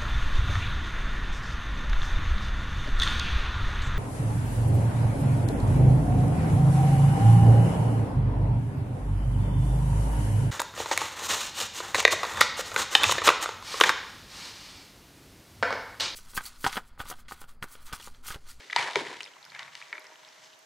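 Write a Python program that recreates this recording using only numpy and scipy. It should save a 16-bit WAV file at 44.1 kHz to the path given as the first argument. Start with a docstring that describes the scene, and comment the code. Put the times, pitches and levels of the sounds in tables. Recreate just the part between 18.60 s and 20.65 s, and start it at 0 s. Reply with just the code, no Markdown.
"""Quiet room air, then a wooden spoon knocks and scrapes on a plastic bowl, stirring pasta and shredded cheese.
Knocks and scraping excite the same bowl and spoon modes; wet food pops as short pitched bursts with a snap.
A late bright rustle is dense crackle; a faint narrow hum and a thin whistle are wavering sines.
The kitchen air is shaped noise; feedback delays add the echoes of the food sounds."""
import sys
import numpy as np
from scipy import signal
from scipy.fft import rfft, irfft, next_fast_len
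from scipy.io import wavfile

SR = 44100
rng = np.random.default_rng(int(sys.argv[2]) if len(sys.argv) > 2 else 0)


def generate_wav(sig):
    """Save sig (samples, or channels by samples) to the path in sys.argv[1] as 16-bit PCM at SR."""
    pcm = np.round(np.clip(np.atleast_2d(sig).T, -1, 1) * 32767).astype(np.int16)
    wavfile.write(sys.argv[1], SR, pcm)


N = 90404

# modes of bowl and spoon: (frequency [Hz], gain [dB], t60 before damping factor [s])
BOWL_MODES = [(130, 0, 0.093), (316.7, 5, 0.036), (404.2, 0.5, 0.077), (581, 4, 0.034), (740, -11, .012),
              (950, 6, .034), (1310, -1.5, 0.015), (1730, 7, 0.0077), (2018, 3, 0.014), (2280, 7, 0.011),
              (2930, 17, 0.0077), (3553, 14, 0.0087), (4570, 9.5, 0.0036), (5120, 18, 0.0019),
              (6270, 15.5, 0.0017), (7550, 11, 0.0012)]
# edges of the thump, low, middle, main and high mode regions: [Hz]
REGION_EDGES_HZ = (85, 220, 650, 1250, 2700, 10500)
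# spoon knocks: (time [s], peak level [dB], contact length [s],
#                low, middle, high modes relative to main [dB])
KNOCK_EVENTS = [(0.099, -27, 0.0092, -30, -24, -15), (0.103, -33.5, 0.0028, -50, -35, -2),
                (0.128, -23.5, 0.0015, -46, -16, -7), (0.1305, -19, 0.0013, -50, -30, -6),
                (0.162, -8.5, 0.005, -32, 2.5, 6.5), (0.3572, -9.5, 0.0038, -11, -10.5, -2.5),
                (0.6055, -28, 0.0016, -37, -19, -5), (0.919, -39.5, 0.0055, -17, -12, -10),
                (0.949, -33.5, 0.001, -47, -26, 3), (0.957, -36.5, 0.0022, -21, -3.5, -22),
                (0.961, -36, 0.00055, -40, -25, -17), (0.993, -25, 0.0031, -42, -14, 5),
                (1.079, -34, 0.003, -47, -16, -15), (1.1527, -26, 0.0015, -40, -13, 7.5),
                (1.215, -32.5, 0.0014, -31, -17.5, -6), (1.3205, -43, 0.001, -31, -20, -17),
                (1.328, -21, 0.00075, -44, -21.5, -10.5), (1.3312, -28, 0.005, -25, -45, -18),
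                (1.3538, -30.5, 0.0028, -25, -28, -25), (1.3573, -36, 0.0015, -30, -13, -14),
                (1.3803, -28, 0.0025, -23.5, -20, -12), (1.52, -46.5, 0.0033, -3, 5, -19)]
# scraping before wander: (time [s], rms level of thump, low, middle, main, high modes [dB])
SCRAPE_LEVELS = [(0, -85, -60, -61, -51, -52.5), (0.085, -69, -67.5, -74, -63, -57.5),
                 (0.153, -72, -59.5, -57, -46, -49), (0.171, -50, -75, -41, -29, -41),
                 (0.194, -47, -52.5, -35.5, -33, -37.5), (0.248, -57.5, -52, -38.5, -36, -41.5),
                 (0.347, -66, -57.5, -43, -45, -45), (0.363, -43, -30.5, -44, -42, -43.5),
                 (0.397, -48.5, -49.5, -41, -38.5, -41.5), (0.418, -55, -40.5, -46.5, -44, -47),
                 (0.493, -54, -54, -53, -46.5, -49.5), (0.512, -63, -42.5, -42, -48, -46),
                 (0.544, -64, -54, -50.5, -41.5, -49), (0.575, -58, -59.5, -57, -53, -52.5),
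                 (0.72, -78, -69, -67, -60.5, -63), (0.88, -66, -83, -62, -63.5, -63.5),
                 (0.91, -60.5, -90, -73, -70, -59), (0.948, -64, -102, -54.5, -45.5, -57.5),
                 (1.1, -62, -107, -63, -57, -59), (1.18, -72, -86, -64.5, -58, -53.5),
                 (1.312, -75, -73, -67, -59.5, -61.5), (1.346, -75, -63.5, -59, -51, -56.5),
                 (1.468, -79.5, -69.5, -62.5, -56, -62.5), (1.6, -74.5, -77, -65.5, -62, -60.5),
                 (1.85, -69.5, -76, -67.5, -62.5, -59), (2.05, -79, -78, -88, -97, -66)]
# wet pops: (time [s], peak level of the ringing body [dB], pitch [Hz])
POP_EVENTS = [(0.1095, -31, 3600), (0.3834, -35, 3300), (0.3965, -27, 3140), (0.4726, -33.5, 3200),
              (0.606, -25.5, 2920), (0.6099, -31, 2950), (0.6225, -42.5, 8540), (0.6304, -29, 3970),
              (0.6306, -31.5, 5500), (0.6408, -31.5, 5130), (0.652, -39, 3700), (0.6523, -45, 8640),
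              (0.6606, -35.5, 2040), (0.6719, -41, 3120), (0.6768, -41.5, 3340), (0.7354, -42.5, 3020),
              (0.766, -41, 1130), (0.8273, -39.5, 4070), (0.8424, -38, 3460), (0.8507, -36, 5140),
              (0.851, -46.5, 10800), (0.8628, -42.5, 1470), (0.8966, -46, 3220), (0.9012, -38.5, 4460),
              (1.029, -33, 3770), (1.2233, -32.5, 2370), (1.283, -43, 4100), (1.395, -41.5, 11200),
              (1.4037, -44.5, 5100), (1.4192, -45, 4120), (1.4414, -45.5, 8600), (1.4671, -39.5, 5070),
              (1.5023, -46, 949), (1.5322, -44, 5930), (1.5562, -44, 3120), (1.6479, -40.5, 3770),
              (1.6873, -42, 5640), (1.8449, -44, 5900), (1.935, -44, 3800), (1.99, -46, 10100)]
# room air spectrum, normalised later: (frequency [Hz], relative level [dB])
ROOM_SPECTRUM = [(60, -38), (250, -2.5), (700, 2.5), (1800, 2), (3700, -9.5), (6300, -1.5), (9000, -15.5),
                 (15700, -19.5)]
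# faint hum, centre of its wander: (time [s], frequency [Hz], peak level [dB])
HUM_TRACK = [(.75, 650, -75), (1.0, 646, -63.5), (1.3, 639.5, -72), (1.35, 610, -54), (1.45, 629.7, -63.5),
             (2.05, 636, -64.5)]
# thin whistle, centre of its wander: (time [s], frequency [Hz], peak level [dB])
WHISTLE_TRACK = [(.98, 1090, -85), (1.04, 1102, -55), (1.09, 1120, -63), (1.14, 1147, -59),
                 (1.27, 1148, -61), (1.33, 1148, -90)]

ROOM_RMS_DB, ROOM_PAN_DB = -58, 1
ROOM_WIDTH, ROOM_SIDE_CUT_HZ = 0.9, 5400
RUSTLE_TIME_S, RUSTLE_HALF_S, RUSTLE_RMS_DB = 1.85, 0.029, -56.5
RUSTLES_PER_S, RUSTLE_CYCLES = 3200, 21
POP_PUSH_S, POP_SNAP_DB = 0.00073, -8
POP_CYCLES, POP_LONGEST_S = 17.4, 0.006
SLIPS_PER_S, SLIP_SPREAD_DB, SCRAPE_PATCHY_DB = 5000, 3.2, 2.0
SCRAPE_T60_FACTOR = 0.41  # the pressed spoon shortens the ring
KNOCK_TOUCH_S, KNOCK_GRIT_RISE_S, KNOCK_GRIT_GAIN = 0.00004, 0.00024, 0.5
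KNOCK_T60_FACTOR = 1.2
KITCHEN_T60_S, WALL_CUT_HZ, KITCHEN_DB = 0.29, 19000, -23.5
SIDE_DB, SIDE_LOW_CUT_HZ = -3.5, 500
BOWL_PAN_DB = 0.5
FOOD_TOP_HZ = 10500  # the wet load dulls the top
MIC_LOW_CUT_HZ, CUTOFF_HZ = 204, 16050


def amp(db):
    """Gain of a level in dB."""
    return 10 ** (np.asarray(db, float) / 20)


def rms_one(x):
    """Scale to rms 1."""
    return x / np.sqrt(np.mean(x ** 2) + 1e-20)


def band(x, low_hz, high_hz):
    """Band-pass with skirts of 12 dB an octave."""
    sos = signal.butter(2, [low_hz, high_hz], "band", fs=SR, output="sos")
    return signal.sosfilt(sos, x)


def drift(rate_hz):
    """Slow random wander of rms 1: noise through two equal one-pole low-passes."""
    pole = np.exp(-2 * np.pi * rate_hz / SR)
    settle = SR // 2
    noise = rng.standard_normal(N + settle)
    return rms_one(signal.lfilter([1], [1, -2 * pole, pole * pole], noise)[settle:])


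def ring(x, hz, t60_s):
    """Two-pole resonator: a unit click sets off a decaying sine of initial height 1."""
    radius = amp(-60 / (max(t60_s, 0.0005) * SR))
    w = 2 * np.pi * min(hz, 18000) / SR
    return signal.lfilter([0, np.sin(w)], [1, -2 * radius * np.cos(w), radius ** 2], x + 1e-18)


def clicks(rate_per_s, spread_db):
    """Random clicks of uneven size and sign."""
    size_db = spread_db * np.minimum(rng.exponential(1, N), 5)
    sizes = amp(size_db) * rng.choice([-1, 1], N)
    return sizes * (rng.random(N) < rate_per_s / SR)


def bowl(pushes, t60_factor):
    """Five regions of bowl and spoon modes, rung by two pushes dealt in turn."""
    regions = np.zeros((5, len(pushes[0])))
    for k, (hz, db, t60_s) in enumerate(BOWL_MODES):
        region = np.searchsorted(REGION_EDGES_HZ, hz) - 1
        sign = (-1) ** (k // 2) if hz < 5000 else 1
        regions[region] += sign * amp(db) * ring(pushes[k % 2], hz, t60_s * t60_factor)
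    edges = zip(REGION_EDGES_HZ, REGION_EDGES_HZ[1:])
    return np.array([band(r, low * 0.8, high * 1.1) for r, (low, high) in zip(regions, edges)])


def room_tone():
    """Steady coloured air noise, wide between the sides from 90 to 5400 Hz."""
    hz, db = np.transpose(ROOM_SPECTRUM)
    f = np.arange(N // 2 + 1) * SR / N + 1
    colour = amp(np.interp(np.log(f), np.log(hz), db))
    mid, side = irfft(rfft(rng.standard_normal((2, N))) * colour, N)
    side = ROOM_WIDTH * band(side, 90, ROOM_SIDE_CUT_HZ)
    air = rms_one(mid + side * np.array([[1], [-1]]))
    return amp([[ROOM_RMS_DB - ROOM_PAN_DB], [ROOM_RMS_DB + ROOM_PAN_DB]]) * air


def tone(track):
    """Sine with randomly wavering frequency and flickering level."""
    s, hz, db = np.transpose(track)
    t = np.arange(N) / SR
    pitch_hz = np.interp(t, s, hz) + 4 * drift(15)
    level_db = np.interp(t, s, db) + 2.5 * drift(12)
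    return amp(level_db) * np.sin(2 * np.pi * np.cumsum(pitch_hz) / SR)


def kitchen(x):
    """Echoes from eight dulling feedback delays a side."""
    size = next_fast_len(N + SR)
    w = 2j * np.pi * np.arange(size // 2 + 1) / size
    dull = 1 / (1 + w * SR / (2 * np.pi * WALL_CUT_HZ))
    response = np.zeros((2, len(w)), complex)
    for k, lag in enumerate(rng.uniform(0.005, 0.027, 16) * SR):
        loop = amp(-60 * lag / SR / KITCHEN_T60_S) * dull * np.exp(-w * lag)
        response[k % 2] += loop / (1 - loop) * (-1) ** (k // 2)
    return irfft(response * rfft(x, size), size)[:, :N]


def rustle():
    """Settling cheese: tiny crackles at eight pitches, dealt at random, swell and fade."""
    born = clicks(RUSTLES_PER_S, 2.44)
    dealt = rng.integers(0, 8, N)
    rings = np.zeros(N)
    for k, hz in enumerate(np.geomspace(4500, 7500, 8)):
        rings += ring(born * (dealt == k), hz, RUSTLE_CYCLES / hz)
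    swell = np.exp(-((np.arange(N) / SR - RUSTLE_TIME_S) / RUSTLE_HALF_S) ** 2)
    return amp(RUSTLE_RMS_DB) * swell * rms_one(rings)


def pops():
    """Bursting pockets in the sauce: a noise push rings a few cycles, with a wider snap."""
    out, t = np.zeros(N + SR), np.arange(SR // 20) / SR
    for s, db, hz in POP_EVENTS:
        push = rng.standard_normal(len(t)) * np.exp(-(t / POP_PUSH_S - 1.5) ** 2)
        body = ring(push, hz, min(POP_CYCLES / hz, POP_LONGEST_S))
        body = band(body, hz / 1.22, hz * 1.81)
        snap = band(push, hz / 2, min(hz * 2, 15000))
        pop = body / np.abs(body).max() + amp(POP_SNAP_DB) * snap / np.abs(snap).max()
        i = int(s * SR)
        out[i:i + len(t)] += amp(db) * pop
    return out[:N]


def scrape():
    """Dense slips of wood on wet plastic ring the modes, each region at its own level."""
    s, *levels = np.transpose(SCRAPE_LEVELS)
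    slips = [clicks(SLIPS_PER_S, SLIP_SPREAD_DB) for _ in range(2)]
    regions = bowl(slips, SCRAPE_T60_FACTOR)
    lumps_db = SCRAPE_PATCHY_DB * drift(51)  # common to all regions
    out, t = np.zeros(N), np.arange(N) / SR
    for region, db in zip(regions, levels):
        level_db = np.interp(t, s, db) + lumps_db + 0.55 * drift(45)
        out += rms_one(region) * amp(level_db)
    return out


def knocks():
    """A sharp touch and short rough contact ring the modes, weighted by region."""
    out, t = np.zeros(N + SR), np.arange(SR // 10) / SR
    touch = np.exp(-(t / KNOCK_TOUCH_S - 2) ** 2)
    for s, db, length_s, low, middle, high in KNOCK_EVENTS:
        contact = (1 - np.exp(-t / KNOCK_GRIT_RISE_S)) * np.exp(-t / max(length_s / 2, 1e-4))
        pushes = touch + KNOCK_GRIT_GAIN * rng.standard_normal((2, len(t))) * contact
        regions = bowl(pushes, KNOCK_T60_FACTOR)
        regions /= np.abs(regions).max(axis=1, keepdims=True)
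        hit = amp([low, middle, 0, high]) @ regions[1:]  # no thump region
        i = int(s * SR)
        out[i:i + len(t)] += amp(db) * hit / np.abs(hit).max()
    return out[:N]


def scene():
    """Bowl slightly left; its echoes differ between the sides mainly above the bass."""
    food = knocks() + scrape() + pops() + rustle() + tone(WHISTLE_TRACK) + tone(HUM_TRACK)
    food = band(food, 40, FOOD_TOP_HZ)
    left, right = amp(KITCHEN_DB) * kitchen(food)
    side = amp(SIDE_DB) * band(left - right, SIDE_LOW_CUT_HZ, CUTOFF_HZ)
    echoes = (left + right) / 2 + side * np.array([[1], [-1]])
    direct = food * amp([[BOWL_PAN_DB], [-BOWL_PAN_DB]])
    return direct + echoes + room_tone()


def record(dry):
    """The microphone loses the deep bass; a steep low-pass cuts the top."""
    low_cut = signal.butter(2, MIC_LOW_CUT_HZ, "high", fs=SR, output="sos")
    top_cut = signal.cheby2(20, 70, CUTOFF_HZ, fs=SR, output="sos")
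    return signal.sosfilt(top_cut, signal.sosfilt(low_cut, dry))


dry = scene()
out = record(dry)
generate_wav(out)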